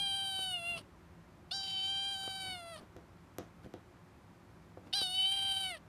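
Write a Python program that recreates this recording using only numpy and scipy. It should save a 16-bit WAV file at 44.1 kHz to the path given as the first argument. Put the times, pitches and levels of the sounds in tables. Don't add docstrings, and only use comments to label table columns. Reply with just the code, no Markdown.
import sys
import numpy as np
from scipy import signal
from scipy.fft import rfft, irfft
from scipy.io import wavfile
from scipy.ndimage import uniform_filter1d

SR = 44100
rng = np.random.default_rng(int(sys.argv[2]) if len(sys.argv) > 2 else 0)


def bounce(signal):
    frames = np.transpose(np.atleast_2d(signal))
    limited = np.clip(frames, -1, 1)
    pcm = np.round(limited * 32767).astype(np.int16)
    wavfile.write(sys.argv[1], SR, pcm)


N = 259308
TIME = np.arange(N) / SR

# start t/s, voice break t/s, end t/s, bite length/s, jaw closing/s, mouth resonance drop/Hz, creak/dB
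CALLS = [(-.3, 0.775, 0.82, 0.047, 0.28, 150, 2.5), (1.509, 2.771, 2.806, 0.12, 0.58, 990, 0),
         (4.927, 5.769, 5.786, 0.19, 0.16, 1190, -3)]
# t/s, f/Hz
PITCH_CURVES = [
    [(0.0, 808), (0.014, 800), (0.144, 781.4), (0.16, 791.2), (0.432, 760.7), (0.504, 742), (0.618, 675.6),
     (0.7, 699), (0.744, 688.6), (0.775, 657.4)],
    [(1.512, 697), (1.542, 786), (1.798, 764.2), (1.896, 783), (2.116, 793.6), (2.162, 776.4),
     (2.41, 770.7), (2.522, 743.3), (2.62, 680.5), (2.708, 670.3), (2.746, 642), (2.768, 602)],
    [(4.934, 730), (4.952, 794), (4.966, 816), (5.066, 734), (5.092, 726.5), (5.164, 754.5), (5.212, 756.7),
     (5.35, 789), (5.622, 773), (5.696, 740.5), (5.738, 675), (5.766, 605)],
]
# t/s, level/dB
LOUDNESS_CURVES = [
    [(0.0, -34.5), (0.012, -35), (0.342, -41), (0.402, -38), (0.52, -41.5), (0.544, -35), (0.612, -48),
     (0.692, -37), (0.74, -39.5), (0.775, -51.5)],
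    [(1.516, -51.5), (1.588, -49), (1.794, -36), (2.126, -39), (2.182, -47), (2.272, -43), (2.352, -48.5),
     (2.52, -45), (2.628, -61), (2.765, -57)],
    [(4.934, -36.5), (4.966, -42), (4.974, -40), (5.03, -37), (5.096, -45), (5.19, -32), (5.258, -30),
     (5.32, -34.5), (5.654, -39), (5.766, -50.5)],
]
# start t/s, end t/s, hiss against tone/dB, period doubling share
HOARSE_STRETCHES = [(1.62, 1.72, -19.5, .22), (1.72, 1.88, -31, .11), (2.2, 2.76, -29, 0),
                    (4.975, 5.03, -20, .24), (5.03, 5.3, -38, 0), (5.3, 5.76, -21, 0)]
# t/s, turn (0-1)
HEAD_CURVE = [(1.0, .15), (1.5, 1), (2.05, 0.88), (2.65, 0.34), (4.9, 0.01)]
# first harmonic, last harmonic, hiss low f/Hz, hiss high f/Hz
VOICE_REGISTERS = [(1, 1, 500, 1100), (2, 2, 1100, 1800), (3, 4, 1800, 3300), (5, 7, 3300, 6000),
                   (8, 21, 6000, 14000)]
# held level/dB, share of loudness swing, bite/dB, widening/dB, slack folds/dB, creak/dB, head turn/dB
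REGISTER_MIX = [(-49.5, -0.0066, 1, -3, -1.5, -6, -3), (-55, -0.17, 5, -11, -6, 1.5, -1),
                (-38, 0.99, 0, 0, 0, -3.5, 0), (-45, 0.24, 11.5, 1, -7.5, 1.5, -2),
                (-50.5, 0.14, 5.5, -2, -7, 1.5, -7)]
REGISTER_AIR = [-8, 1, 1.5, -3, 12]
REGISTER_ATTACK = [0.01, 0.021, 0.0029, 0.0068, 0.015]
REGISTER_TREMOR = [.3, .9, .5, .7, 1.4]
# f/Hz, level/dB
THROAT_EQ = [(750, -8), (1550, -13.5), (2300, -13.5), (3100, 0), (3900, -2.5), (4650, -4.5), (5450, -22.5),
             (6200, -21), (7400, -24.5), (8600, -5.5), (9500, -5), (10600, -16.5), (12000, -25),
             (13400, -19)]
# f/Hz, level/dB
BREATH_COLOUR = [(600, 19), (1900, -35), (2450, -25), (2900, 2), (3500, -11), (4500, 8), (5600, -9),
                 (7300, -17), (8700, 0), (10000, -0.5), (12000, -21), (13500, -11.5)]
# f/Hz, half width/Hz, level/dB, fade/s
GAPE_PEAK = (5800, 750, 18, 0.13)
# f/Hz, half width/Hz, level/dB
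OFF_AXIS_PEAKS = [(4550, 300, 6), (5420, 270, 9.5), (6270, 90, 9.5), (6980, 250, 24), (14100, 340, 5)]
# t/s, level/dB, f/Hz, room send/dB
SOFT_KNOCKS = [(0.389, -45, 756, -10), (2.234, -53, 1300, -4), (2.275, -39, 736, -26),
               (2.961, -46, 353, 0.5), (3.383, -35.5, 371, -2), (3.659, -43.5, 250, -3),
               (3.738, -38.5, 340, -5), (4.771, -44.5, 530, -4.5), (5.014, -39, 770, -15)]
# f/Hz, level/dB, t60/s
SEAT_MODES = [(103.5, -2.5, 0.073), (226, -12, 0.036), (375, -0.5, 0.019), (513, -3.5, 0.025),
              (684, 0, 0.016), (1184, 0, 0.0073)]
# t/s, level/dB
CLAW_CATCHES = [(2.966, -44), (3.3843, -32.5), (3.6454, -48), (3.7387, -43)]
# f/Hz, level/dB, t60/s
SNAP_MODES = [(1460, -5, 0.0037), (3500, -5, 0.002), (6040, -4.5, 0.0015), (12200, 1, 0.0021)]
# centre t/s, half length/s, level/dB
SLIDES = [(0.766, 0.084, -56.5), (2.479, 0.058, -55), (2.82, 0.036, -56), (3.647, 0.026, -54),
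          (4.873, 0.032, -55.5)]
# f/Hz, level/dB
SLIDE_COLOUR = [(60, -4), (170, 6), (400, -1), (900, -9), (2000, -18), (12000, -37.5)]
# f/Hz, level/dB
AIR_COLOUR = [(15, -88), (25, -27), (58, -4), (107, 0.5), (132, -10), (168, -3), (237, -10), (352, -9.5),
              (459, -19), (497, -15.5), (758, -16.5), (988, -16), (2430, -26.5), (2770, -30.5),
              (13900, -44.5)]
# f/Hz, level/dB
HUM_TONES = [(96.9, -75.5), (166.9, -62.5), (360.7, -69.5)]

BREAK_S = .004


def meow(pitches, loudness, start, breaks, end, bite_s, closing_s, sink_hz, creak_db):
    inside = (TIME >= start) & (TIME < end)
    t = TIME[inside]
    age_s = t - start
    creak = step((t - breaks) / BREAK_S)
    pitch, loud_db, turned = curve(pitches, t), curve(loudness, t), curve(HEAD_CURVE, t)
    levels_db = register_levels(loud_db, pitch, age_s, bite_s, creak, turned)
    jaw_closed = np.clip(1 + (t - breaks) / closing_s, 0, 1)
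    mouth_hz = 2947 - sink_hz * jaw_closed
    rasp, doubling = roughness(t, age_s, creak)
    jitter = .038 * np.tanh(rasp)
    wobble = 1 + jitter * drift(220, len(t)) + .003 * drift(25, len(t))
    phase = 2 * np.pi * np.cumsum(pitch * wobble) / SR
    air = breath(phase, doubling)
    voice = 0
    registers = zip(VOICE_REGISTERS, levels_db, REGISTER_AIR, REGISTER_ATTACK, REGISTER_TREMOR)
    for (first, last, *band_hz), level_db, airy_db, attack_s, tremor_db in registers:
        harmonics = np.arange(first, last + 1)[:, None]
        tone = fold_tone(harmonics, phase, throat(harmonics * pitch, mouth_hz, turned, age_s))
        hiss = unit_rms(filtered(air, band_hz, "band", order=4))
        hiss_ratio = rasp * from_db(airy_db)
        envelope = from_db(level_db + tremor_db * drift(22, len(t))) * np.tanh(age_s / attack_s)
        voice += envelope * (tone + hiss_ratio * hiss) / np.hypot(1, hiss_ratio)
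    voice *= 1 + doubling * np.sin(phase / 2)
    voice *= 1 + .37 * np.tanh(80 * jitter) * drift(72, len(t))
    release = np.clip((end - t) / (end - breaks), 0, 1)
    out = np.zeros(N)
    out[inside] = voice * release * from_db(creak_db * creak)
    return out


def fold_tone(harmonics, phase, gains):
    gains = gains / np.linalg.norm(gains, axis=0)
    flutter_db = .55 * np.sqrt(harmonics / 4) * np.array([drift(40, len(phase)) for _ in harmonics])
    partials = np.sin(harmonics * phase + rng.uniform(0, np.pi, harmonics.shape))
    return np.sqrt(2) * np.sum(gains * from_db(flutter_db) * partials, axis=0)


def throat(hz, mouth_hz, turned, age_s, mouth_db=17.5):
    gape_hz, gape_width_hz, gape_db, gape_s = GAPE_PEAK
    mouth = mouth_db * bell(hz, mouth_hz, half_width_hz=480)
    gape = gape_db * np.exp(-age_s / gape_s) * bell(hz, gape_hz, gape_width_hz)
    off_axis = turned * sum(db * bell(hz, centre, width) for centre, width, db in OFF_AXIS_PEAKS)
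    return from_db(eq_db(THROAT_EQ, hz) + mouth + gape + off_axis)


def register_levels(loud_db, pitch, age_s, bite_s, creak, turned, slack_hz=723):
    swing_db = loud_db + 38
    bite = np.exp(-(age_s / bite_s) ** 2)
    widening = np.exp(-((age_s - bite_s - .077) / .15) ** 2)
    slack = step((slack_hz - pitch) / 7.4) * (1 - bite)
    return [held_db + share * swing_db + bite_db * bite + widen_db * widening
            + slack_db * slack + creak_db * creak + turned_db * turned
            for held_db, share, bite_db, widen_db, slack_db, creak_db, turned_db in REGISTER_MIX]


def roughness(t, age_s, creak, clear_db=-29, onset_db=-5, creak_db=5, settle_s=.018):
    rasp = from_db(clear_db) + from_db(onset_db) * np.exp(-age_s / settle_s) + from_db(creak_db) * creak
    doubling = .25 * creak
    for start, end, hiss_db, share in HOARSE_STRETCHES:
        stretch = step((t - start) / BREAK_S) * step((end - t) / BREAK_S)
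        rasp += from_db(hiss_db) * stretch
        doubling += share * stretch
    return rasp, doubling


def breath(phase, doubling):
    patches = from_db((2.5 + 4 * doubling) * drift(60, len(phase)))
    patches /= np.sqrt(uniform_filter1d(patches ** 2, SR // 30))
    pulsing = 1 + .5 * np.cos(phase)
    return noise(BREATH_COLOUR, len(phase)) * pulsing * patches


def soft_knocks(lag_s=.002576):
    direct, send = np.zeros(N), np.zeros(N)
    click = signal.unit_impulse(SR // 4)
    for s, level_db, knock_hz, send_db in SOFT_KNOCKS:
        seat = sum(from_db(db + .5 + rng.normal(0, 1)) * ring(click, hz, t60)
                   for hz, db, t60 in SEAT_MODES)
        knock = from_db(-2.5) * ring(click, knock_hz, t60=.017)
        softened = filtered(seat + knock, 2.2 * knock_hz, "low")
        thump = from_db(level_db) * filtered(softened, 149, "high")
        at = int((s + lag_s) * SR)
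        direct[at:at + len(thump)] += thump
        send[at:at + len(thump)] += from_db(send_db) * thump
    return direct, send


def claws(trim_db=4.5, softest_cutoff_hz=4130):
    out = np.zeros(N)
    softest_db = min(db for _, db in CLAW_CATCHES)
    click = signal.unit_impulse(SR // 20)
    for s, level_db in CLAW_CATCHES:
        snap = sum((-1) ** i * from_db(db + rng.normal(0, 1)) * ring(click, hz, t60)
                   for i, (hz, db, t60) in enumerate(SNAP_MODES))
        cutoff_hz = softest_cutoff_hz * from_db(.5 * (level_db - softest_db))
        at = int(s * SR)
        out[at:at + len(snap)] += from_db(level_db + trim_db) * filtered(snap, cutoff_hz, "low")
    return out


def scuffs():
    envelope = sum(from_db(db) * np.exp(-((TIME - s) / half_s) ** 2) for s, half_s, db in SLIDES)
    catching = from_db(2.5 * drift(50))
    return envelope * catching * noise(SLIDE_COLOUR)


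def room(x, wall_hz, build_s, t60=.27):
    t = TIME[:SR // 2]
    build_up = np.clip(t / build_s, 0, 1) ** 2
    tail = rng.standard_normal(len(t)) * from_db(-60 * t / t60) * build_up
    return signal.fftconvolve(x, filtered(tail / np.linalg.norm(tail), wall_hz, "low"))[:N]


def appliance_hum(trim_db=-3.5, waver_db=3.5):
    return sum(from_db(db + trim_db + waver_db * drift(9))
               * np.sin(2 * np.pi * hz * TIME + .5 * drift(.72)) for hz, db in HUM_TONES)


def room_air(level_db=-58.5):
    return from_db(level_db) * noise(AIR_COLOUR)


def from_db(db):
    return 10 ** (np.asarray(db) / 20)


def unit_rms(x):
    return x / np.sqrt(np.mean(x ** 2) + 1e-20)


def curve(points, t):
    return np.interp(t, *np.transpose(points))


def eq_db(points, hz):
    f, db = np.transpose(points)
    return np.interp(np.log(hz), np.log(f), db)


def bell(hz, centre_hz, half_width_hz):
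    return 1 / (1 + ((hz - centre_hz) / half_width_hz) ** 2)


def step(x):
    return .5 + .5 * np.tanh(x / 2)


def noise(colour, size=N):
    hz = np.fft.rfftfreq(size, 1 / SR) + 1e-3
    return unit_rms(irfft(rfft(rng.standard_normal(size)) * from_db(eq_db(colour, hz)), size))


def drift(rate_hz, size=N):
    hz = np.fft.rfftfreq(size, 1 / SR)
    return unit_rms(irfft(rfft(rng.standard_normal(size)) / (1 + (hz / rate_hz) ** 2), size))


def filtered(x, hz, kind, order=2):
    return signal.sosfilt(signal.butter(order, np.minimum(hz, .45 * SR), kind, fs=SR, output="sos"), x)


def ring(click, hz, t60):
    decay, angle = from_db(-60 / (t60 * SR)), 2 * np.pi * hz / SR
    return signal.lfilter([0, np.sin(angle)], [1, -2 * decay * np.cos(angle), decay ** 2], click + 1e-18)


def scene():
    voice = sum(meow(pitches, loudness, *call)
                for pitches, loudness, call in zip(PITCH_CURVES, LOUDNESS_CURVES, CALLS))
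    knocks, knock_send = soft_knocks()
    ticks = claws()
    voice_room = from_db(-25) * room(voice, wall_hz=7000, build_s=.008)
    foley_room = room(knock_send + from_db(-1.5) * ticks, wall_hz=5000, build_s=.0042)
    mix = voice + voice_room + knocks + ticks + foley_room + scuffs() + appliance_hum() + room_air()
    return np.tile(mix, (2, 1))


def record(dry, cutoff_hz=14000):
    return signal.sosfilt(signal.ellip(12, .1, 80, cutoff_hz, fs=SR, output="sos"), dry)


dry = scene()
out = record(dry)
bounce(out)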